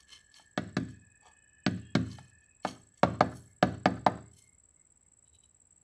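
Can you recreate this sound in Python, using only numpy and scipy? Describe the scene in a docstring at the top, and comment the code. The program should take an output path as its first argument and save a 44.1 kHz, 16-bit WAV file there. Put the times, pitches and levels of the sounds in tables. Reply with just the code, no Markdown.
"""A roofer knocks clay tiles into wet mortar on a concrete roof, a few metres away.
The trowel ticks on the tile edge and scrapes over sandy mortar, then its handle knocks the tile home.
Each knock makes the tile clack, its mortar bed thud and the roof boom; low walls throw the sound back.
Behind the work, an insect chirps with its wings, a machine whines far away and the air rumbles faintly."""
import sys
import numpy as np
from scipy import signal
from scipy.io import wavfile
from scipy.ndimage import uniform_filter1d

SR = 44100
rng = np.random.default_rng(int(sys.argv[2]) if len(sys.argv) > 2 else 0)


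def put_to_file(sound):
    """Save the sound as 16-bit audio at rate SR, in the file named by the first command-line argument."""
    columns = np.atleast_2d(sound).T  # one column per channel
    safe = np.clip(columns, -1, 1)
    whole_steps = np.round(safe * 32767)
    wavfile.write(sys.argv[1], SR, whole_steps.astype(np.int16))


N = 257096
TIME = np.arange(N) / SR


def contacts(click_pitch=1.1):
    """Every knock and click as (time, pitch factor, drive); drive is how hard each pitch is set going."""
    # Each row: time in seconds, strength in dB, pitch factor, firmness in the mortar (0-1),
    # nearness to the rim (0-1).
    knocks = [(0.5758, -3.5, 0.97, 0.24, 0), (0.7675, -1.5, .99, 1, 0.5), (1.664, 0, 0.98, 0.72, 0),
              (1.9519, 2, 0.94, 0.94, 0.3), (2.649, -7, 1.014, 0, 0.97), (3.0319, 3, 0.92, 0.34, 0.96),
              (3.207, 0.56, 1.0, 0.02, 0.7), (3.6265, 1.8, .98, 0.02, 0.05),
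              (3.8568, 1.1, 1.002, 0.1, 0.42), (4.064, -0.2, 1.024, 0.02, 1)]
    # Mortar mutes the hollow note, the rim clacks, force adds bass. Each row: frequency in Hz,
    # dB mid-tile when loose, dB added when firm, dB added at the rim, dB gained per dB of strength.
    touch = [(118.7, 2, 2.5, -2.5, 1.66), (243, 1.5, 3.5, -3, 1.1), (739, -3.28, -17, 4, 1.6),
             (1100, -3.5, -12, 9.5, 1.6), (1700, 2.37, -3, -2.5, 1.19), (4130, 3, 0, -3, 1.04)]
    # Light clicks of the blade. Each row: time in seconds, strength in dB, brightness in dB per octave.
    clicks = [(0.342, -17, 20), (0.396, -38, 1.5), (2.115, -14.5, 24), (2.185, -22.5, 4)]
    hz, loose_db, firm_db, rim_db, growth = np.transpose(touch)
    heavy = [(s, pitch, np.c_[hz, growth * db + loose_db + firm * firm_db + rim * rim_db])
             for s, db, pitch, firm, rim in knocks]
    light = [(s, click_pitch, np.c_[hz, db + bright_db * np.log2(hz / hz[-1])])
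             for s, db, bright_db in clicks]
    return heavy + light


def tile_clacks(detune=0.012):
    """A struck tile rings briefly; its seat in the mortar shifts its notes a little every time."""
    # The tile's notes. Each row: pitch in Hz, level in dB, seconds to fade by 60 dB.
    tile_notes = [(439, -26, 0.035), (607, -10, 0.031), (755, -9, 0.03), (852.2, -23, 0.045),
                  (1001.5, -19, 0.024), (1220, -22, 0.037), (1460, -37, 0.049), (1516, -27.5, 0.059),
                  (1720, -25.5, 0.03), (1974, -34.5, 0.061), (2160, -34, 0.019), (2270, -39.5, 0.051),
                  (3330, -41.5, 0.014), (3920, -32.5, 0.018), (4445, -30.5, 0.017)]
    out, t = np.zeros(N), TIME[:SR // 10]
    for s, pitch, drive in contacts():
        shifted = pitch * (1 + detune * rng.standard_normal((len(tile_notes), 1)))
        add(out, s, ring(tile_notes, drive, t, rise_s=0.00071, pitch=shifted) + crack(drive, t))
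    return out


def crack(drive, t, level_db=-23, fade_s=0.035):
    """A sharp contact and a short rattle against the neighbouring tiles."""
    # The crack's tone. Each row: frequency in Hz, level in dB.
    crack_tone = [(100, -21), (400, 0), (700, 0.5), (1200, 13), (1800, 4), (2700, 0.5), (3600, -0.5),
                  (4600, -6), (6500, -12.5), (8000, -19.5), (11000, -31), (15000, -54)]
    burst = rng.standard_normal(len(t)) * fade(t, fade_s)
    burst[0] += 6  # the contact itself
    return amp(level_db) * colour(burst, lambda hz: read(crack_tone, hz) + read(drive, hz))


def ring(notes, drive, t, rise_s, pitch=1, drift=0):
    """A struck object's notes swell and die away; neighbouring notes swing opposite ways."""
    hz, db, fade_s = np.transpose(notes)[:, :, None]
    waves = amp(db + read(drive, hz)) * fade(t, fade_s) * np.sin(2 * np.pi * pitch * hz * t + drift)
    signs = (-1) ** np.arange(len(hz))
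    return signs @ waves * (1 - np.exp(-t / rise_s))


def thud_and_boom(return_s=0.01571, return_gain=0.65, smear_hz=7):
    """Each hit thuds into the mortar and sets the roof booming; its many close notes blur together."""
    # The tile bouncing on mortar. Each row: pitch in Hz, level in dB, seconds to fade by 60 dB.
    bed_notes = [(165.2, -21.5, 0.085), (257, -16, 0.032)]
    # The roof and the space under it, with the same columns.
    roof_notes = [(84.43, -40, 0.69), (112, -34.5, 0.59), (137.2, -43, 0.62), (173.5, -46, 0.045),
                  (184.2, -35, 0.3), (215, -33, 0.23), (259.4, -29, 0.27), (309.2, -34, 0.37),
                  (362.4, -36, 0.34), (407, -44.5, 0.54), (497, -35, 0.28)]
    thud, boom = np.zeros((2, N))
    short, long = TIME[:SR // 10], TIME[:SR // 2]
    for s, _, drive in contacts():
        push = ring(bed_notes, drive, short, rise_s=0.00076)
        add(thud, s, push)
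        add(thud, s + return_s, return_gain * push)  # the thud returns from under the roof
        wander = wobble(long, rate_hz=22, count=len(roof_notes))
        drift = 2 * np.pi * smear_hz * np.cumsum(wander, axis=1) / SR
        add(boom, s, ring(roof_notes, drive, long, rise_s=0.035, drift=drift))
    return thud, boom


def trowel_scrapes(flex=0.042):
    """Scraping rings the tile and the blade, which bends differently each stroke; lifted, it rings free."""
    # Strokes over mortar. Each row: loudest moment in seconds, length in seconds, level in dB,
    # brightness in dB per octave, hollow rub of the tile in dB.
    strokes = [(.005, 0.1, -62.5, -2.5, -6), (0.13, 0.15, -50, -6, -16), (0.367, .17, -57, -3.5, -1.5),
               (0.905, 0.12, -66, -2.5, -10), (1.268, 0.14, -56.5, -7.5, 19.5), (2.136, 0.31, -57, -3, 4.5),
               (2.43, 0.11, -78.5, -3, -7), (2.681, 0.13, -45.5, -4, -12), (2.978, 0.15, -71, -1, -7),
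               (3.368, 0.28, -61.5, 8, 2.5), (4.383, 0.17, -61, 5, 2)]
    # Wiping the lifted blade. Each row: loudest moment in seconds, length in seconds, level in dB.
    wipes = [(5.272, 0.066, -74), (5.348, 0.093, -69.5), (5.436, 0.096, -71)]
    # Where the steel blade rings on mortar. Each row: pitch in Hz, width in Hz, boost in dB.
    pressed_blade = [(1140, 110, 12), (2220, 100, 11), (3200, 220, 11), (4400, 270, 17), (5620, 380, 13),
                     (6470, 350, 12), (9800, 4500, 8.5)]
    # Where the lifted blade rings, with the same columns.
    free_blade = [(2970, 350, 12), (3904, 350, 21.5), (9800, 1500, 6)]
    out = np.zeros(N)
    for loudest, length, db, bright_db, rub_db in strokes:
        pitch = 1 + flex * rng.uniform(-1, 1)
        tone_db = lambda hz: (peaks(pressed_blade, hz / pitch)
                              + peaks([(800, 520, rub_db)], hz)  # the hollow of the tile
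                              + bright_db * np.log2(hz / 4000 + 0.09))
        add(out, *rasp(loudest, length, db, tone_db))
    for row in wipes:
        add(out, *rasp(*row, lambda hz: peaks(free_blade, hz)))
    return out


def rasp(loudest, length, db, db_at, grains_per_s=1300, rise_share=0.41, fade_db=22, judder_db=3):
    """Sand grains catch and slip under a stroke that swells and fades; gives its start time and sound."""
    # The sand's tone. Each row: frequency in Hz, level in dB.
    grit_tone = [(200, -24.5), (700, -15), (1150, -7.5), (1500, -14.5), (3200, -0.5), (3800, -4.5),
                 (4500, -6.5), (6300, -6), (8000, -7), (11000, -13), (15000, -29)]
    start, end = loudest - rise_share * length, loudest + (1 - rise_share) * length
    t = TIME[max(int(start * SR), 0):int(end * SR)]
    noise = rng.standard_normal(len(t))
    catches = rng.random(len(t)) < grains_per_s / SR
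    judder = evened(uniform_filter1d(rng.standard_normal(len(t)), size=300))  # the blade sticks and slips
    grains = noise * (0.18 + catches) * amp(judder_db * judder)
    sand = colour(grains, lambda hz: read(grit_tone, hz) + db_at(hz))
    swell_db = np.interp(t, [start, loudest, end], [-fade_db, 0, -fade_db])
    return t[0], evened(sand) * amp(db + swell_db)


def walls(direct, outward, crossfade_s=0.6):
    """Clear echoes, then tails that slowly cross-fade, so each knock's echo has a slightly different tone."""
    # Echoes off the walls. Each row: delay in seconds, gain.
    echoes = [(.0023, .3), (.0068, 0.17), (0.015, .1), (.11, .018)]
    out, count = direct.copy(), len(outward)
    for delay, gain in echoes:
        add(out, delay, gain * direct)
    for k, sound in enumerate(outward):
        share = np.sqrt(2 / count) * np.cos(np.pi * (TIME / crossfade_s + k / count))
        out += signal.oaconvolve(sound * share, echo_tail())[:N]
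    return out


def echo_tail(rise_s=0.004, slap_s=0.12, slap_width_s=0.0067, slap_gain=0.9):
    """Many echoes blur into a dying wash, with one late slap from a neighbouring wall."""
    # How long the wash lasts. Each row: frequency in Hz, seconds to fade by 60 dB.
    fade_times = [(100, 0.93), (300, 0.06), (700, 0.3347), (1800, 0.41), (4500, 0.5), (12000, 0.54)]
    # The wash's tone. Each row: frequency in Hz, level in dB.
    wall_tone = [(100, -13), (280, 0.5), (450, -4.5), (700, -17), (1300, -12.5), (4500, -15.5),
                 (12000, -7.5)]
    t = TIME[:SR // 2]
    hz, frame_s, bands = signal.stft(rng.standard_normal(len(t)), SR, nperseg=256)
    fade_s = read(fade_times, hz)[:, None]
    same_energy = np.sqrt(2 * np.log(1000) / (fade_s * SR))  # a longer fade adds no energy
    bands = bands * fade(frame_s, fade_s) * amp(read(wall_tone, hz))[:, None] * same_energy
    wash = signal.istft(bands, SR, nperseg=256)[1][:len(t)] * (1 - np.exp(-t / rise_s))
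    return wash * (1 + slap_gain * np.exp(-((t - slap_s) / slap_width_s) ** 2))


def insect(start_db=-59, swell_db_per_s=0.55, period_s=0.05355, gap_s=0.018, stroke_s=0.0102):
    """Two wing strokes make each chirp: short falling whistles that the surroundings scatter."""
    out, t = np.zeros(N), TIME[:int(stroke_s * SR)]
    falling_hz = np.interp(t, [0, stroke_s], [8250, 7300])
    for s in np.arange(0.0331, N / SR, period_s):
        for delay in (0, gap_s):
            late, sharp, loud = rng.standard_normal(3)  # no two strokes are quite alike
            hz = falling_hz * (1 + 0.0017 * sharp)
            whistle = np.sin(2 * np.pi * np.cumsum(hz) / SR) * signal.windows.tukey(len(t), 0.55)
            gain = amp(start_db + swell_db_per_s * s + 1.2 * loud)
            add(out, s + delay - stroke_s / 2 + 0.0008 * late, gain * whistle)
    scatter = rng.standard_normal(SR // 4) * np.exp(-TIME[:SR // 4] / 0.04)
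    return out + amp(-9) * signal.oaconvolve(out, scatter / np.linalg.norm(scatter))[:N]


def machine(whine_db=-68.5, pip_hz=2125):
    """A machine far away gives long whines and short pips on one pitch."""
    # Each row: start in seconds, length in seconds, pitch in Hz, glide in Hz a second, dB above whine_db.
    whines = [(-.1, 2.65, 1722, 8, 0), (2.5, 1.3, 1735, -5, -12), (.85, 1.85, 2520, 15, -8),
              (1.25, .65, 2950, 40, -14), (1.72, .28, 2720, 500, -4), (1.78, .22, 3200, 500, 0)]
    # Each row: start in seconds, length in seconds, level in dB.
    pips = [(2.94, 0.098, -75), (3.44, .14, -74), (4.2, 0.13, -71.5), (4.33, 0.28, -74.5),
            (4.73, 0.16, -76), (4.98, .16, -82)]
    whining = amp(whine_db) * sum(far_tone(*row) for row in whines)
    return whining + sum(far_tone(s, length, pip_hz, 0, db) for s, length, db in pips)


def far_tone(start, length, hz, glide, db, flutter_hz=165, fade_s=0.12):
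    """A thin tone that swells and fades, made fuzzy and uneven by distance."""
    inside = (TIME > start) & (TIME < start + length)
    out, t = np.zeros(N), TIME[inside] - start
    flutter = wobble(t, flutter_hz, count=2)
    phase = 2 * np.pi * (hz + glide * t / 2) * t
    tone = flutter[0] * np.cos(phase) - flutter[1] * np.sin(phase)
    swell = np.minimum(np.minimum(t, length - t) / fade_s, 1)
    out[inside] = amp(db) * evened(tone) * swell
    return out


def air(level_db=-70):
    """Faint outdoor rumble."""
    # The rumble's tone. Each row: frequency in Hz, level in dB.
    air_tone = [(20, -1.5), (45, -4), (75, 4), (110, -5), (200, -11), (400, -18), (1000, -24), (2000, -27),
                (3500, -36), (7000, -36.5), (11000, -55), (15000, -53)]
    return amp(level_db) * evened(colour(rng.standard_normal(N), lambda hz: read(air_tone, hz)))


def amp(db):
    """Turns decibels into a gain."""
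    return 10 ** (np.asarray(db) / 20)


def fade(t, fade_s):
    """Dies away by 60 dB every fade_s seconds."""
    return np.exp(-np.log(1000) * t / fade_s)


def evened(x):
    """Scales a signal to an average power of 1."""
    return x / np.sqrt(np.mean(x ** 2) + 1e-20)


def read(points, hz):
    """Reads between a table's rows, with octaves evenly spaced."""
    f, value = np.transpose(points)
    return np.interp(np.log(hz + 1), np.log(f + 1), value)


def peaks(rows, hz):
    """The boost in dB around the pitches at which an object rings."""
    return sum(db / (1 + (2 * (hz - centre) / width) ** 2) for centre, width, db in rows)


def add(mix, s, sound):
    """Mixes a sound in at s seconds."""
    part = mix[max(round(s * SR), 0):][:len(sound)]
    part += sound[:len(part)]


def colour(x, db_at, size=4096):
    """Shapes the tone by db_at(Hz), with no ringing ahead of a hit (a minimum-phase filter)."""
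    log_gain = np.log(amp(db_at(abs(np.fft.fftfreq(size, 1 / SR)))))
    taps = np.fft.ifft(np.exp(np.conj(signal.hilbert(log_gain)))).real
    return signal.fftconvolve(x, taps[:size // 2])[:len(x)]


def wobble(t, rate_hz, count):
    """Random curves that each slide to rate_hz new values a second."""
    curves = rng.standard_normal((count, 2000))
    return np.array([np.interp(t * rate_hz, np.arange(len(row)), row) for row in curves])


def scene(directions=4):
    """Work on the roof over the quiet outdoors; the tile sends a different clack in every direction."""
    thud, boom = thud_and_boom()
    work = thud + trowel_scrapes()
    near = walls(work + tile_clacks(), [work + tile_clacks() for _ in range(directions)])
    return (near + boom + insect() + machine() + air())[None]


def record(dry, low_cut_hz=55, high_cut_hz=15650):
    """A small microphone loses the deep bass, and the highest treble is cut off."""
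    thin = signal.sosfilt(signal.butter(2, low_cut_hz, "highpass", fs=SR, output="sos"), dry)
    treble_cut = signal.firwin(511, high_cut_hz, window=("kaiser", 9), fs=SR)
    return signal.oaconvolve(thin, treble_cut[None], "same")


dry = scene()
out = record(dry)
put_to_file(out)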